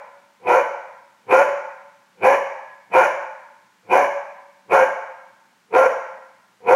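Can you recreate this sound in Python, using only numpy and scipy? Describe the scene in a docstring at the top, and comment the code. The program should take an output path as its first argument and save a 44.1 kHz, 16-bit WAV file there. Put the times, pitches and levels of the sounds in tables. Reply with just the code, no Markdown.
"""A husky in a hard-floored, echoing kitchen, on one microphone well out in the room's reverberation.
We open on the tail of an earlier bark over soft room tone; eight barks follow, about one a second.
Each starts as a huff, swells to a hoarse rush of air with a mostly rising tone near 500 Hz, shaped by
throat and mouth, and stops. The recorder's limiter flattens the peaks; the room rings on in the gaps.
After the third bark something, perhaps a glass, rings faintly."""
import sys
import numpy as np
from scipy import signal
from scipy.fft import rfft, irfft
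from scipy.io import wavfile
from scipy.ndimage import uniform_filter1d, minimum_filter1d

SR = 44100
rng = np.random.default_rng(int(sys.argv[2]) if len(sys.argv) > 2 else 0)


def log_audio(samples):
    """Write samples as a 16-bit WAV file to the path given in sys.argv[1]."""
    # one column per channel
    frames = np.atleast_2d(samples).T
    # limit to full scale, then quantise
    limited = np.clip(frames, -1, 1)
    pcm = np.round(limited * 32767).astype(np.int16)
    wavfile.write(sys.argv[1], SR, pcm)


N = 297675

# one row per bark; the other levels are relative to effort, and length and lift count from the peak:
# (peak time [s], attack [s], lead-in huff [dB], length [s], effort [dB], throat [dB], clear tone [dB],
# open mouth [dB], bared teeth [dB], first pitch [Hz], last pitch [Hz], pitch lift [s], vowel centre [Hz])
BARKS = [ (0.505, .038, -14, .100, -16, 3, 1.5, -4.5, -10, 491.8, 562.1, .060, 1407),
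         (1.335, 0.034, -31, 0.088, -11.5, 0, -0.5, -5, -11.5, 513.8, 564.1, .048, 1422),
         (2.258, 0.03, -23, 0.091, -13, 1, 0, -5.5, -9, 516.4, 560, 0.027, 1640),
         (2.963, 0.03, -36, .096, -12, 1.5, -4, -4.5, -10.5, 523.4, 568, 0.056, 1440),
         (3.936, .030, -22, .116, -13, 1, -1, -8, -11, 507, 565.6, .022, 1576),
         (4.738, 0.027, -36, .098, -12.5, 1, 0, -4.5, -11.5, 544.7, 529.5, .040, 1462),
         (5.767, .031, -35.5, 0.095, -13.5, 1, 3, -4, -13, 469.7, 529.7, 0.0051, 1397),
         (6.708, 0.035, -16, 0.12, -14, 2.5, 4, -5.5, -11.5, 490.7, 539.6, .024, 1460), ]
# resonances of the throat: (centre [Hz], width [Hz], level [dB])
THROAT_BANDS = [(392.3, 48, -12), (599, 190, -2.5), (668, 166, 2.5), (861, 102.4, 3.5), (981, 45.7, -2.5)]
# resonances of the open mouth: (centre [Hz], width [Hz], level [dB])
MOUTH_BANDS = [(1480, 280, -6.5), (1860, 120, -7.5)]
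# resonances at the bared teeth: (centre [Hz], width [Hz], level [dB])
TEETH_BANDS = [(2260, 190, 4.5), (2386, 100, -7.5), (2913, 160, -8.5)]
# the teeth's brief bright bite just before the peak: (centre [Hz], width [Hz], level [dB])
BITE_BANDS = [(2393, 230, -1)]
# the breathy "wuh" before the folds lock into a tone: (centre [Hz], width [Hz], level [dB])
HUFF_BANDS = [(457, 149, -2)]
# the push of the chest: (centre [Hz], width [Hz], level [dB])
CHEST_BANDS = [(127.4, 49, -30.5), (188, 44, -26.5), (306, 45, -28.5)]
# air hissing over the tongue: (centre [Hz], width [Hz], level [dB])
HISS_BANDS = [(5984, 870, -25), (6565, 940, -26)]
# thin spray of turbulence from the throat: (centre [Hz], width [Hz], level [dB])
SPRAY_BANDS = [(4610, 330, -40), (8090, 1800, -34), (10200, 1600, -31.5), (13400, 2600, -36.5)]
# reverberation of the kitchen: (frequency [Hz], t60 [s])
KITCHEN_T60 = [(100, 0.17), (200, 0.59), (350, 0.41), (550, 0.68), (1000, 0.97), (2000, 1), (3000, 0.79),
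               (6000, 0.79), (10000, 0.43), (16000, .35)]
# standing waves between floor, counter and walls: (frequency [Hz], t60 [s], level [dB])
KITCHEN_MODES = [(186.8, 0.21, 2), (369.2, 0.16, -2.5), (436, 0.19, 0.5), (477.5, 0.3, -2),
                 (514.2, 0.14, -4), (564, 0.83, -1), (738, 0.11, 4), (805, 0.3, 1.5), (970, 1, 6.5),
                 (959.6, 0.17, 3), (1074, 0.07, -3.5), (1348, 0.026, -8.5), (1400, 0.057, 1),
                 (1490, 0.12, -8), (1580, .14, -1), (1610, 0.99, -11.5), (1756, 0.19, -7.5),
                 (2005, 0.11, -3.5), (2310, 0.18, -6.5), (2423, 0.022, -0.5)]
# the partial of a ringing object, perhaps a glass: (frequency [Hz], t60 [s], level [dB])
RING_PARTIAL = (1667.5, 1.93, -39)
# spectrum of the house's room tone: (frequency [Hz], relative level [dB])
ROOM_TONE = [(30, -31), (80, -24.5), (120, 1), (150, -6.5), (190, 7), (260, -0.5), (500, -5), (1500, 0.5),
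             (4000, -9), (7000, -12), (11000, -19), (16000, -23.5)]

PRE_ROLL = SR  # samples ahead of the opening, so that the room is already ringing
LEAD_IN_S = .11  # each bark starts this long before its peak


def dog(earlier_s=0.87):
    """The husky barks in turn, after one earlier bark that ends in the pre-roll."""
    out = np.zeros(PRE_ROLL + N + SR)
    peaks = [row[0] for row in BARKS]
    for peak_s, row in zip([peaks[0] - earlier_s] + peaks, [BARKS[0]] + list(BARKS)):
        sound = bark(row)
        start = PRE_ROLL + round((peak_s - LEAD_IN_S) * SR)
        out[start:start + len(sound)] += sound
    return out[:PRE_ROLL + N]


def bark(row, release_s=.028, glide_s=.016, opening_s=0.034, rattle_db=2.0,
         vowel_hz_per_s=1600, tone_db_per_s=41.5):
    """One bark at the muzzle: the chest pushes, the folds rasp and then sing, the jaws open."""
    (_, attack_s, huff_db, length_s, peak_db, throat_db, tone_db, mouth_db, teeth_db,
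     first_hz, last_hz, lift_s, vowel_hz) = row
    t = np.arange(SR // 3) / SR - LEAD_IN_S  # 0 at the peak
    fade_in = np.clip((t - t[0]) / .005, 0, 1)
    release = np.exp(-(np.maximum(t - length_s, 0) * 2 / release_s) ** 2)
    push_db = effort(t, attack_s, huff_db)
    lifted = (1 + np.tanh((t - lift_s) / glide_s)) / 2
    pitch = (first_hz + (last_hz - first_hz) * lifted) * (1 + .012 * wobble(30, len(t)))
    # the bark opens up, from 0 to 1, with the air spent so far
    gape = 1 - np.exp(-np.cumsum(from_db(push_db)) / SR / opening_s)
    rasp = larynx(pitch, jitter=.08, shimmer=0.76, air=0.87)
    rasp *= from_db(rattle_db * wobble(120, len(t)))  # loose throat tissue rattles the airflow
    throat = from_db(throat_db + 0.18 * push_db) * even(resonate(rasp, THROAT_BANDS))
    mouth = from_db(mouth_db) * open_mouth(rasp, t, vowel_hz + vowel_hz_per_s * (t - length_s / 2))
    teeth = from_db(teeth_db) * bared_teeth(rasp, t)
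    # the huff gives way to a clear tone, and the voice grows purer as the pressure falls
    sung = clear_tone(pitch, jitter=0.03, flutter_db=2.5, second_db=-13.5, third_db=-17.5)
    huff_to_tone = even(np.sqrt(gape) * sung + (1 - gape) * resonate(rasp, HUFF_BANDS))
    tone = from_db(tone_db + tone_db_per_s * np.maximum(t, 0)) * huff_to_tone
    chest = from_db(3.5 - 0.37 * push_db - 17 * gape) * resonate(rasp, CHEST_BANDS)  # heard early
    voice = throat + mouth + teeth + tone + chest + breath(push_db, gape)
    return fade_in * release * from_db(peak_db + push_db) * voice


def effort(t, attack_s, huff_db, depth_db=11.5, huff_ahead_s=0.03, huff_db_per_s=380.5,
           hold_s=0.029, sag_db_per_s=105):
    """Push of the breath in dB: soft huff, steep swell, short hold, then a sag as the air is spent."""
    before = np.maximum(-t, 0)
    swell = -depth_db * (before / attack_s) ** 1.79
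    huff = huff_db - huff_db_per_s * np.maximum(before - huff_ahead_s, 0)
    return np.maximum(swell, huff) - sag_db_per_s * np.maximum(t - hold_s, 0)


def larynx(pitch, jitter, shimmer, air):
    """Vocal folds slap irregularly; every opening lets out a puff of turbulent air."""
    size = len(pitch)
    cycles = np.cumsum(pitch * (1 + jitter * wobble(220, size))) / SR
    slaps = np.diff(np.floor(cycles), prepend=0) * (1 + shimmer * rng.standard_normal(size))
    puffs = rng.standard_normal(size) * (1 + np.cos(2 * np.pi * cycles))
    return rms_one(slaps - slaps.mean()) + air * rms_one(puffs)


def clear_tone(pitch, jitter, flutter_db, second_db, third_db):
    """The regular part of the folds' swing: a strong fundamental with two weak overtones."""
    size = len(pitch)
    phase = 2 * np.pi * np.cumsum(pitch * (1 + jitter * wobble(120, size))) / SR
    wave = np.sin(phase) + from_db(second_db) * np.sin(2 * phase) + from_db(third_db) * np.sin(3 * phase)
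    return rms_one(wave * from_db(flutter_db * wobble(62, size)))


def open_mouth(rasp, t, vowel_hz, ahead_s=0.0077, open_s=0.043, shut_db=-10.5):
    """The jaws open around the peak and let the mouth ring; its resonance climbs: "wo-ah"."""
    opened = (1 + np.tanh((t + ahead_s) / open_s)) / 2
    vowel = from_db(-0.5) * moving_resonance(rasp, vowel_hz, width_hz=160)
    return from_db(shut_db * (1 - opened)) * even(vowel + resonate(rasp, MOUTH_BANDS))


def bared_teeth(rasp, t, bite_ahead_s=.022, bite_s=0.019, rise_db_per_s=48):
    """The teeth give a bright bite just before the peak, and ring again as the jaws close."""
    biting = from_db(1.5) * np.exp(-((t + bite_ahead_s) / bite_s) ** 2)
    bared = from_db(-3.5 + rise_db_per_s * np.maximum(t, 0))
    ringing = even(band(resonate(rasp, TEETH_BANDS), 1900, 3150))
    return bared * ringing + biting * even(resonate(rasp, BITE_BANDS))


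def breath(push_db, gape, gust_db=2.0):
    """Gusts of air: a hiss over the tongue that swells as the jaws part, and spray from the throat."""
    air = rng.standard_normal(len(gape)) * from_db(gust_db * wobble(50, len(gape)))
    hiss = gape ** .55 * from_db(-1.5 + 0.1 * push_db) * resonate(air, HISS_BANDS)
    spray = from_db(0.18 * push_db) * resonate(air, SPRAY_BANDS)
    return hiss + spray


def kitchen(x, direct_db=-4.0, early_db=-4.0, early_t60=0.063, late_db=-5.5,
            build_s=0.015, diffuse_hz=700):
    """At the microphone: direct sound, echoes off floor and counter, a diffuse tail, standing waves."""
    t = np.arange(3 * SR // 2) / SR
    edges = np.geomspace(60, 20000, 19)
    white = rng.standard_normal((2, len(t))) / np.sqrt(SR)
    response = np.zeros(len(t))
    for k, (low, high) in enumerate(zip(edges, edges[1:])):
        hz = np.sqrt(low * high)
        echoes = band(white[k % 2], low, high)
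        scattered = hz / np.hypot(hz, diffuse_hz)  # furniture scatters only the short waves
        early = (scattered * from_db(early_db), early_t60)
        late = (from_db(late_db), at_hz(KITCHEN_T60, hz))
        for gain, t60 in early, late:
            decay = np.log(1000) / t60
            response += gain * np.sqrt(2 * decay) * np.exp(-decay * t) * echoes
    response *= 1 - np.exp(-t / build_s)
    for hz, t60, db in KITCHEN_MODES:
        decay = np.log(1000) / t60
        response += from_db(db) * 2 * decay / SR * np.exp(-decay * t) * np.cos(2 * np.pi * hz * t)
    return from_db(direct_db) * x + signal.fftconvolve(x, response)[:len(x)]


def faint_ring(start_s=2.32, swell_s=.03):
    """Somewhere in the room one soft partial swells out of the third bark and dies away."""
    hz, t60, db = RING_PARTIAL
    t = np.maximum(np.arange(N) / SR - start_s, 0)
    swell = 1 - np.exp(-t / swell_s)
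    return from_db(db - 60 * t / t60) * swell * np.sin(2 * np.pi * hz * t)


def room_tone(level_db=-61.5):
    """The house behind it all: a steady soft rush with a little rumble."""
    hz = np.arange(N // 2 + 1) * SR / N
    spectrum = rfft(rng.standard_normal(N)) * from_db(at_hz(ROOM_TONE, hz))
    return from_db(level_db) * rms_one(irfft(spectrum, N))


def resonate(x, bands):
    """Parallel resonances, each at its own rms level."""
    return sum(from_db(db) * rms_one(band(x, hz - width / 2, hz + width / 2)) for hz, width, db in bands)


def moving_resonance(x, hz, width_hz):
    """A band-pass whose centre slides along hz."""
    carrier = np.exp(2j * np.pi * np.cumsum(hz) / SR)
    lowpass = signal.butter(2, width_hz / 2, fs=SR, output="sos")
    return rms_one((signal.sosfilt(lowpass, x / carrier) * carrier).real)


def band(x, low, high):
    """Band-pass between two edges in Hz."""
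    edges = np.clip([low, high], 10, SR / 2 - 100)
    return signal.sosfilt(signal.butter(2, edges, "band", fs=SR, output="sos"), x)


def wobble(rate_hz, size):
    """Smooth random drift with an rms of 1."""
    lowpass = signal.butter(2, rate_hz, fs=SR, output="sos")
    return rms_one(signal.sosfilt(lowpass, rng.standard_normal(2 * size))[size:])


def even(x):
    """Hold the rms near 1 over about 14 ms, keeping the faster grain."""
    return x / np.sqrt(uniform_filter1d(x ** 2, size=601) + 1e-3)


def at_hz(points, hz):
    """Read a table on a log-frequency axis."""
    table = np.array(points)
    return np.interp(np.log(np.maximum(hz, 1)), np.log(table[:, 0]), table[:, 1])


def from_db(db):
    return 10 ** (np.asarray(db) / 20)


def rms_one(x):
    return x / np.sqrt(np.mean(x ** 2) + 1e-20)


def scene():
    """What reaches the one microphone: the dog in the kitchen, the faint ring, the room tone."""
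    return (kitchen(dog())[PRE_ROLL:] + faint_ring() + room_tone())[None]


def limiter(x, threshold_db, release_db_per_s=40):
    """The recorder's gain ducks just ahead of each peak and creeps back."""
    ramp = release_db_per_s * np.arange(N) / SR
    over_db = np.maximum(20 * np.log10(np.abs(x) + 1e-9) - threshold_db, 0)
    duck_db = np.maximum.accumulate(over_db + ramp, axis=-1) - ramp
    return x * from_db(uniform_filter1d(minimum_filter1d(-duck_db, size=89), size=89))


def record(dry, ceiling=.76, cutoff_hz=15750):
    """The recorder limits, rounds off the remaining peaks and cuts the top treble."""
    held = limiter(dry, threshold_db=-2.0)
    rounded = held / (1 + (held / ceiling) ** 12) ** (1 / 12)
    return signal.sosfilt(signal.ellip(10, .2, 80, cutoff_hz, fs=SR, output="sos"), rounded)


dry = scene()
out = record(dry)
log_audio(out)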